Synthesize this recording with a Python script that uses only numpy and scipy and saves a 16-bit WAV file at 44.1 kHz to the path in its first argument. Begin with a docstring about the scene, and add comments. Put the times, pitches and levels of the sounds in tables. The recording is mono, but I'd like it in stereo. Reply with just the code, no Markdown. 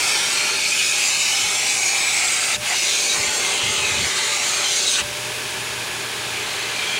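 """A loud, wet hiss with whistles and slurps: a wet vacuum draws water from a car footwell carpet, close up.
Air tears past the nozzle lip, coloured by how the nozzle lies, and sings in narrow wet gaps.
Behind it the hose roars, thumping when the flow is checked, and the motor hums. Twice the lip
seals on the carpet: the hiss falls and the unloaded motor speeds up and whines."""
import sys
import numpy as np
from scipy import signal
from scipy.fft import rfft, irfft, next_fast_len
from scipy.io import wavfile
from scipy.ndimage import uniform_filter1d

SR = 44100
rng = np.random.default_rng(int(sys.argv[2]) if len(sys.argv) > 2 else 0)


def transcribe(signal):
    """Save signal, clipped to [-1, 1], as a 16-bit WAV file at the path in sys.argv[1]."""
    frames = np.atleast_2d(signal).T
    limited = np.clip(frames, -1, 1)
    pcm = np.round(limited * 32767).astype(np.int16)
    wavfile.write(sys.argv[1], SR, pcm)


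N = 308259
TIME = np.arange(N) / SR
FFT_SIZE = next_fast_len(N)
FREQS = np.maximum(np.fft.rfftfreq(FFT_SIZE, 1 / SR), 1)
TIP_OVER_S = 0.047

# Lip seals. Each row: start in seconds, initial grip (1 = settled), hold and release in seconds.
SEALS = [(2.555, 1.5, 0.026, .095), (5.004, 1.15, 1.1, 1.6)]
# Tilts onto the front lip. Each row: start, end and time to lie back in seconds, gulp in dB.
TILTS = [(0.614, 0.695, 1.4, -2), (2.75, 3.103, 0.041, 2), (4.64, 4.947, 0.038, 2)]
# Rumble of motor casing and shaking hose. Each row: frequency in Hz, relative level in dB.
RUMBLE_SPECTRUM = [(20, -46), (45, -22), (65, 3.5), (100, 4.5), (150, 0), (230, -3.5), (400, -19),
                   (1000, -36)]


def from_db(db):
    return 10 ** (np.asarray(db) / 20)


def rms(x):
    return np.sqrt(np.mean(x ** 2) + 1e-20)


def over_time(points):
    """Rows of (seconds, value) interpolated at every sample."""
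    return np.interp(TIME, *np.transpose(points))


def over_freq(points):
    """Rows of (Hz, value) interpolated onto FREQS on a log axis."""
    hz, value = np.transpose(points)
    return np.interp(np.log(FREQS), np.log(hz), value)


def bell(offset, width):
    """Gaussian of height 1; full width at half height."""
    return np.exp2(-(2 * offset / width) ** 2)


def panned(x, pan_db):
    """Stereo; pan is left minus right level."""
    return x * from_db(np.array([[.5], [-.5]]) * pan_db)


def filtered(x, gain):
    """Apply a gain given on FREQS."""
    return irfft(rfft(x, FFT_SIZE) * gain, FFT_SIZE)[..., :N]


def complex_noise(shape):
    return rng.standard_normal(shape) + 1j * rng.standard_normal(shape)


def drift(rate_hz, step=32):
    """Slow random wander, rms 1."""
    hz = np.fft.rfftfreq(next_fast_len(N // step + 2, real=True), step / SR)
    slow = irfft(complex_noise(len(hz)) / (1 + (hz / rate_hz) ** 2))
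    return np.interp(np.arange(N) / step, np.arange(len(slow)), slow / rms(slow))


def trapezoid(start_s, attack_s, hold_s, release_s):
    return np.interp(TIME, start_s + np.cumsum([0, attack_s, hold_s, release_s]), [0, 1, 1, 0])


def seal(close_s=0.017, settle_s=0.31):
    """Grip of the lip, 0 open, 1 settled; it snaps on tighter than it stays."""
    total = 0
    for start_s, grip, hold_s, release_s in SEALS:
        overshoot = (grip - 1) * np.exp(-np.maximum(TIME - start_s, 0) / settle_s)
        total += trapezoid(start_s, close_s, hold_s, release_s) * (1 + overshoot)
    return total


def tilt():
    """Tip of the nozzle onto its front lip, 0 to 1."""
    tips = sum(trapezoid(start_s - TIP_OVER_S / 2, TIP_OVER_S, end_s - start_s, back_s)
               for start_s, end_s, back_s, _ in TILTS)
    return np.minimum(tips, 1)


def pose_shares(tilt_share=0.75, rest_share=0.2):
    """Power shares of the poses: flat under the seat, pushed on the front lip, pulled, sealed."""
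    # The nozzle is drawn clear of the seat. Each row: time in seconds, share of the flat pose.
    under_seat = [(0, 0.85), (2.5, 0.57), (2.9, 0.27), (3.2, 0.031)]
    sealed, flat = np.minimum(seal(), 1), over_time(under_seat)
    clear_of_seat = 1 - flat / flat.max()
    pushed = rest_share + tilt_share * tilt() * np.sqrt(clear_of_seat)
    open_shares = (flat, (1 - flat) * pushed, (1 - flat) * (1 - pushed))
    return [(1 - sealed) * share for share in open_shares] + [sealed]


def gulps_db(width_s=0.038, seal_db=2.5, seal_lead_s=0.026):
    """The lip gapes and gulps air before it tips, as it lies back and before it seals."""
    gulps = [(at_s, db) for start_s, end_s, back_s, db in TILTS
             for at_s in (start_s - width_s, end_s + TIP_OVER_S / 2 + back_s)]
    gulps += [(start_s - seal_lead_s, seal_db) for start_s, *_ in SEALS]
    return sum(db * np.exp(-((TIME - at_s) / width_s) ** 2) for at_s, db in gulps)


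def choke_db(db_per_grip=-18):
    """The low rush drops while the grip is tighter than settled."""
    return db_per_grip * np.maximum(seal() - 1, 0)


def suction_db(open_slurp_db=-30.7, leak_exponent=2.8):
    """Slurp, hiss and spray levels: tilt trades slurp for hiss; a seal cuts all; hiss returns first."""
    # Lip flat and open; spray follows carpet wetness. Each row: time in seconds, level in dB.
    open_hiss = [(0, -24.5), (1.3, -24.5), (2.3, -26), (2.97, -25), (3.12, -26.5), (3.5, -26), (4.5, -25),
                 (6.99, -27.5)]
    open_spray = [(0, -24), (.55, -26.5), (1.1, -24.5), (2.45, -24.5), (3.45, -24.5), (3.57, -27.5),
                  (4.9, -24.5), (6.0, -26.5), (6.99, -29)]
    tilted, sealed = tilt(), seal()
    slurp_db = open_slurp_db - 4 * tilted - 3 * sealed + gulps_db() + choke_db()
    hiss_db = over_time(open_hiss) + tilted - 4.5 * sealed ** leak_exponent
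    spray_db = over_time(open_spray) + 0.5 * tilted - 7.5 * sealed
    return slurp_db, hiss_db, spray_db


def turbulence(spectrum, peaks=(), wall_delay_s=.00083, wall_cutoff_hz=2900):
    """Stereo air noise through resonances, mono rms 1; a side wall makes each side lead in turn by band."""
    # Each row: frequency in Hz, left-right correlation.
    stereo_correlation = [(60, 0.43), (300, 1), (640, 0.5), (1100, -0.08), (1850, -0.25), (2450, 0.37),
                          (3100, -0.07), (7000, -0.04), (15000, 0)]
    level_db = over_freq(spectrum)
    for hz, width_hz, left_db, right_db in peaks:
        level_db = level_db + np.array([[left_db], [right_db]]) * bell(FREQS - hz, width_hz)
    correlation = over_freq(stereo_correlation)
    wall_share = 0.56 / (1 + (FREQS / wall_cutoff_hz) ** 2)
    source, diffuse = rfft(rng.standard_normal((2, N)), FFT_SIZE)
    wall = -1j * np.sign(np.sin(2 * np.pi * FREQS * wall_delay_s)) * source
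    mid = np.sqrt(1 + correlation) * source
    side = np.sqrt(1 - correlation) * (np.sqrt(wall_share) * wall + np.sqrt(1 - wall_share) * diffuse)
    air = irfft(np.array([mid + side, mid - side]) * from_db(level_db), FFT_SIZE)[:, :N]
    return air / rms(air.mean(axis=0))


def footwell_echoes(x, drift_hz=2.3, nearest_s=.0004, farthest_s=.007, count=9):
    """Short echoes off seat, rail and floor shift as the hand moves; the hiss rings hollow."""
    out, power = x.copy(), np.ones((2, N))
    for channel in range(2):
        for delay_s in np.geomspace(nearest_s, farthest_s, count) * np.exp(rng.normal(0, .1, count)):
            strength = .25 * drift(drift_hz)
            out[channel] += strength * np.roll(x[channel], round(delay_s * SR))
            power[channel] += strength ** 2
    return out / np.sqrt(power)


def nozzle(slurp_top_hz=1900, hiss_top_hz=5000, flutter_db=0.71, flutter_hz=8.9):
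    """Air tears past the lip; water in the gap makes it flutter, a seal steadies it."""
    # Air at the lip. Each row: frequency in Hz, relative level in dB.
    open_spectrum = [(350, -30.5), (600, -15.5), (780, -14), (1100, -8.5), (1700, -5), (2300, 3),
                     (3500, 2.5), (5000, 2), (7300, -4.5), (8800, -3.5), (10000, -9), (11500, -17.5),
                     (13200, -21), (15300, -22.5)]
    sealed_spectrum = [(350, -27), (600, -29), (780, -8.5), (1200, -8), (1900, -2.5), (2700, 7.5),
                       (3600, 3), (5200, -1), (8000, -4.5), (10000, -4.5), (12300, -15.5), (15300, -15.5)]
    # Resonances in and around the nozzle. Each row: centre and width in Hz, left and right gain in dB.
    flat_peaks = [(797, 190, 5, 14), (1354, 350, 5.5, -6), (2210, 94, 6, -4.5), (2480, 500, 7, 8),
                  (3080, 310, 1, 2.5), (7760, 820, -3, 4)]
    pushed_peaks = [(790, 93, 4.5, 10.5), (1137, 52, 14, 2), (1358, 354, -16, 1), (1498, 180, 17.5, -5),
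                    (2015, 130, -22, -5), (4030, 560, 3.5, 4.5), (5400, 570, -3.5, -13), (6400, 1900, 6, 8)]
    pulled_peaks = [(865, 53, -40, 14), (1260, 120, 0, 3), (2087, 140, 5.5, 4), (3850, 270, 5.5, -6),
                    (4310, 130, 6.5, 4.5), (5140, 1070, -5.5, -2.5), (6520, 330, 6, 8), (7400, 750, 7, 8)]
    sealed_peaks = [(920, 810, -2.5, 5), (1570, 91, 6, 1.5), (1700, 120, 7, -3), (2420, 360, 1.5, -1.5),
                    (2820, 330, -4, -4)]
    poses = [(open_spectrum, flat_peaks), (open_spectrum, pushed_peaks),
             (open_spectrum, pulled_peaks), (sealed_spectrum, sealed_peaks)]
    *open_air, sealed_air = [np.sqrt(share) * turbulence(*pose)
                             for share, pose in zip(pose_shares(), poses)]
    air = footwell_echoes(sum(open_air)) + sealed_air
    below_hiss = 1 / (1 + (FREQS / slurp_top_hz) ** 10)
    below_spray = 1 / (1 + (FREQS / hiss_top_hz) ** 10)
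    # A wide gap slurps, a narrow one hisses, torn-off water sprays.
    bands = [below_hiss, below_spray - below_hiss, 1 - below_spray]
    looseness = 1 - 0.86 * np.minimum(seal(), 1)
    out = 0
    for band, level_db in zip(bands, suction_db()):
        part = filtered(air, band)
        running_rms = np.sqrt(uniform_filter1d(part.mean(axis=0) ** 2, size=SR // 8) + 1e-12)
        out += part / running_rms * from_db(level_db + flutter_db * looseness * drift(flutter_hz))
    return out


def roughness(width_hz, samples, size=4096, step=16):
    """Random amplitude and phase of a rough note, independent per channel, rms about 1."""
    hz = np.fft.fftfreq(size, step / SR)
    slow = np.fft.ifft(complex_noise((2, size)) * bell(hz, width_hz))
    slow /= rms(np.abs(slow))
    return np.array([np.interp(np.arange(samples) / step, np.arange(size), channel) for channel in slow])


def gap_notes(rows):
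    """Air through a narrow wet gap sings a rough note, gliding as the gap changes."""
    out = np.zeros((2, N))
    for start_s, end_s, from_hz, to_hz, width_hz, level_db, pan_db in rows:
        span = np.arange(max(int(start_s * SR) + 1, 0), min(int(end_s * SR), N))
        progress = np.clip((TIME[span] - start_s) / (end_s - start_s), 0, 1)
        phase = 2 * np.pi * np.cumsum(from_hz + (to_hz - from_hz) * progress) / SR
        tone = np.real(roughness(width_hz, len(span)) * np.exp(1j * phase))
        envelope = np.sqrt(2 * np.abs(np.sin(np.pi * progress)))
        out[:, span] += panned(tone * envelope * from_db(level_db), pan_db)
    return out


def whistles(surge_db=1.3, surge_hz=16):
    """Gaps under the lip hold whistles that surge as water passes."""
    # Each row: start and end in seconds, start pitch, end pitch and width in Hz, level and pan in dB.
    held_notes = [(-.1, .65, 1404, 1378, 90, -35.5, -6), (.3, .62, 4320, 4310, 350, -26.5, -1),
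                  (.65, 1.15, 7020, 6530, 200, -33.5, -17), (.7, 1.15, 2527, 2460, 250, -27, 3),
                  (.93, 1.32, 7550, 6870, 220, -24.5, -7), (1.1, 1.5, 2940, 2990, 220, -26, -2),
                  (1.33, 1.62, 6400, 6150, 260, -31, -6), (1.35, 1.9, 7430, 7730, 400, -27, -5),
                  (1.5, 1.98, 5670, 5820, 190, -31.5, -7), (1.65, 2.0, 6300, 6830, 190, -25, -5),
                  (1.75, 2.565, 2403, 2194, 340, -26.5, 1), (1.93, 2.45, 7780, 8200, 203, -26.5, -4),
                  (2.12, 2.36, 7580, 7270, 230, -27.5, -10), (2.33, 2.56, 7430, 6700, 229, -32, -4),
                  (2.75, 3.16, 6100, 5960, 170, -32, 0), (3.48, 3.85, 3044, 2990, 900, -25, -7),
                  (3.75, 4.08, 2570, 2500, 220, -28, -7), (3.9, 4.68, 1159, 1247, 70, -42, 12),
                  (5.05, 6.4, 1712, 1692, 32, -41.5, 4), (6.72, 7.154, 2370, 2330, 190, -26.5, 5),
                  (6.8, 7.15, 3230, 3220, 210, -26.5, -3)]
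    return gap_notes(held_notes) * from_db(surge_db * drift(surge_hz))


def hose(roar_gain_db=-4.5, drone_peak_db=-37.5, drone_exponent=3.76):
    """The air column roars in its low resonances; the main one drones, growing faster than the flow."""
    # Air flow. Each row: time in seconds, relative level in dB.
    flow = [(0, -36), (.55, -36), (.7, -37.5), (2.8, -37), (3.1, -35), (3.7, -34.5), (4.3, -36),
            (6.99, -35.5)]
    # Each row: frequency in Hz, relative level in dB.
    roar_spectrum = [(10, -50), (45, -35), (75, -7.5), (190, 1.5), (300, 1), (500, 2), (700, -1),
                     (1000, 0.5), (2000, -43)]
    drone_spectrum = [(200, -58), (320, -19.5), (385, -0.5), (430, -3), (500, -8.5), (800, -59)]
    # Each row: centre and width in Hz, left and right gain in dB.
    resonances = [(371, 78, 2, 4.9), (580, 65, -7, 10.7), (735, 90, 5, 1)]
    flow_db = over_time(flow)
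    drone_db = drone_peak_db + drone_exponent * (flow_db - flow_db.max())
    drone = from_db(drone_db) * turbulence(drone_spectrum)
    roar = from_db(flow_db + roar_gain_db + choke_db()) * turbulence(roar_spectrum, resonances)
    return roar + drone


def spin_up(lag_s=0.13):
    """Run-up of the unloaded motor, 0 to 1: rotor and air inertia put two lags on the seal."""
    pole = np.exp(-1 / (lag_s * SR))
    run_up = np.minimum(seal(), 1)
    for _ in range(2):
        run_up = signal.lfilter([1 - pole], [1, -pole], run_up)
    return run_up


def motor(blades=11, hum_hz=120, run_up_hz=31.3, tone_db=-54, waver_db=1.5, waver_hz=8):
    """Unbalance sounds once a turn, the impeller once a blade; windings hum, the casing rumbles."""
    # Lip open. Each row: time in seconds, turns per second.
    open_speed = [(.7, 607), (1.2, 620.5), (1.8, 618.5), (2.85, 593), (3.4, 594.5), (4.5, 588)]

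    def tone(level_db, phase):
        return np.sqrt(2) * from_db(level_db + waver_db * drift(waver_hz)) * np.sin(phase)

    sealed, run_up = seal(), spin_up()
    speed_hz = over_time(open_speed) + run_up_hz * run_up
    jitter = 1 + 0.00061 * drift(rate_hz=11.8)
    angle = 2 * np.pi * np.cumsum(speed_hz * jitter) / SR
    hose_ring_db = 9 * bell(speed_hz - 591.7, width=37)   # shaft tone meets a hose resonance
    shaft_db = tone_db + 5.6 * sealed + hose_ring_db
    whine_db = tone_db + 8.3 * run_up * sealed
    hum_db = tone_db + 8.2 * sealed
    shaft = panned(tone(shaft_db, angle), pan_db=2.5)
    whine = panned(tone(whine_db, blades * angle), pan_db=8)
    hum = tone(hum_db, 2 * np.pi * hum_hz * TIME)   # twice the mains rate
    rumble = from_db(hum_db - 3) * turbulence(RUMBLE_SPECTRUM)
    return shaft + whine + hum + rumble


def chirps(low_hz=3400, high_hz=8700, width_hz=150, re_spray_db=-5.5, count=120):
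    """Wet tufts open brief small gaps that sing in step with the spray level; a seal shuts them."""
    _, _, spray_db = suction_db()
    notes = []
    for when, length, pitch, glide, side in rng.random((count, 5)):
        start_s = when * TIME[-1]
        end_s = start_s + .04 + .1 * length
        from_hz = low_hz + pitch * (high_hz - low_hz)
        to_hz = from_hz * (1 + 0.049 * (glide - .5))
        level_db = spray_db[int(start_s * SR):int(end_s * SR)].min() + re_spray_db
        pan_db = 12 * (side - .5)
        notes.append((start_s, end_s, from_hz, to_hz, width_hz, level_db, pan_db))
    return gap_notes(notes) * (1 - np.minimum(seal(), 1))


def slurps():
    """A slug of water briefly narrows a gap and makes it ring."""
    # Each row: midpoint and length in seconds, pitch and width in Hz, level and pan in dB.
    slugs = [(.135, .05, 2350, 300, -24, -4), (0.432, .07, 2320, 220, -24, -2),
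             (0.798, 0.075, 3000, 420, -23, 0), (0.813, 0.064, 2480, 240, -24, 0),
             (0.933, .04, 2500, 240, -24.5, 0), (2.546, .035, 3800, 280, -20.5, -1),
             (2.713, 0.041, 1990, 300, -28, -2), (2.732, 0.074, 903, 402, -32, -7),
             (2.96, 0.06, 6470, 170, -29, 0), (3.119, 0.064, 3860, 170, -24, 11),
             (3.848, 0.065, 2540, 450, -23, -7), (4.675, 0.073, 3090, 250, -23, 4),
             (4.785, 0.05, 6670, 200, -22, -1), (4.885, 0.07, 3830, 220, -22.5, 6),
             (4.953, 0.032, 3600, 350, -22, 0), (5.001, 0.045, 2790, 700, -22, -2),
             (6.401, .14, 2410, 400, -31, 3)]
    return gap_notes([(mid_s - length_s / 2, mid_s + length_s / 2, hz, hz, width_hz, level_db, pan_db)
                      for mid_s, length_s, hz, width_hz, level_db, pan_db in slugs])


def thumps(rise_s=0.0027, fall_s=0.012):
    """The lip catches on the carpet; the checked flow sets the hose booming and shaking."""
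    # Each row: start in seconds, relative level in dB, length before decay in seconds, boom pitch in Hz.
    catches = [(1.44, -41, 0.031, 90), (2.549, -39, 0.047, 62.4), (3.177, -35, 0.03, 120),
               (3.271, -40, 0.02, 230), (3.63, -35, 0.08, 105), (3.772, -38.5, 0.2, 110),
               (3.969, -34, 0.094, 82), (5.005, -38.5, 0.046, 66.4)]
    shake = 0.65 * turbulence(RUMBLE_SPECTRUM)
    out = 0
    for start_s, level_db, length_s, hz in catches:
        age_s = np.maximum(TIME - start_s, 0)
        envelope = np.minimum(age_s / rise_s, 1) * np.exp(-np.maximum(age_s - length_s, 0) / fall_s)
        boom = 0.32 * np.sin(2 * np.pi * hz * age_s)
        out += from_db(level_db) * envelope * (boom + shake)
    return panned(out, pan_db=11.5)


def scene():
    """Nozzle close by, hose and motor behind it."""
    return nozzle() + whistles() + slurps() + chirps() + hose() + thumps() + motor()


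def record(dry, cutoff_hz=15750):
    """The right microphone is duller than the left; the top treble is cut."""
    # Each row: frequency in Hz, left minus right level in dB.
    balance = [(100, 0), (400, 2.5), (700, 1), (4000, 0.5), (7400, 1.5), (8300, 5.5), (9800, 14),
               (11500, 9.5), (13500, 3), (15500, 5)]
    gains = panned(1, over_freq(balance))
    gains /= np.sqrt(np.mean(gains ** 2, axis=0))
    low_pass = signal.ellip(12, .1, 90, cutoff_hz, fs=SR, output="sos")
    return signal.sosfilt(low_pass, filtered(dry, gains))


dry = scene()
out = record(dry)
transcribe(out)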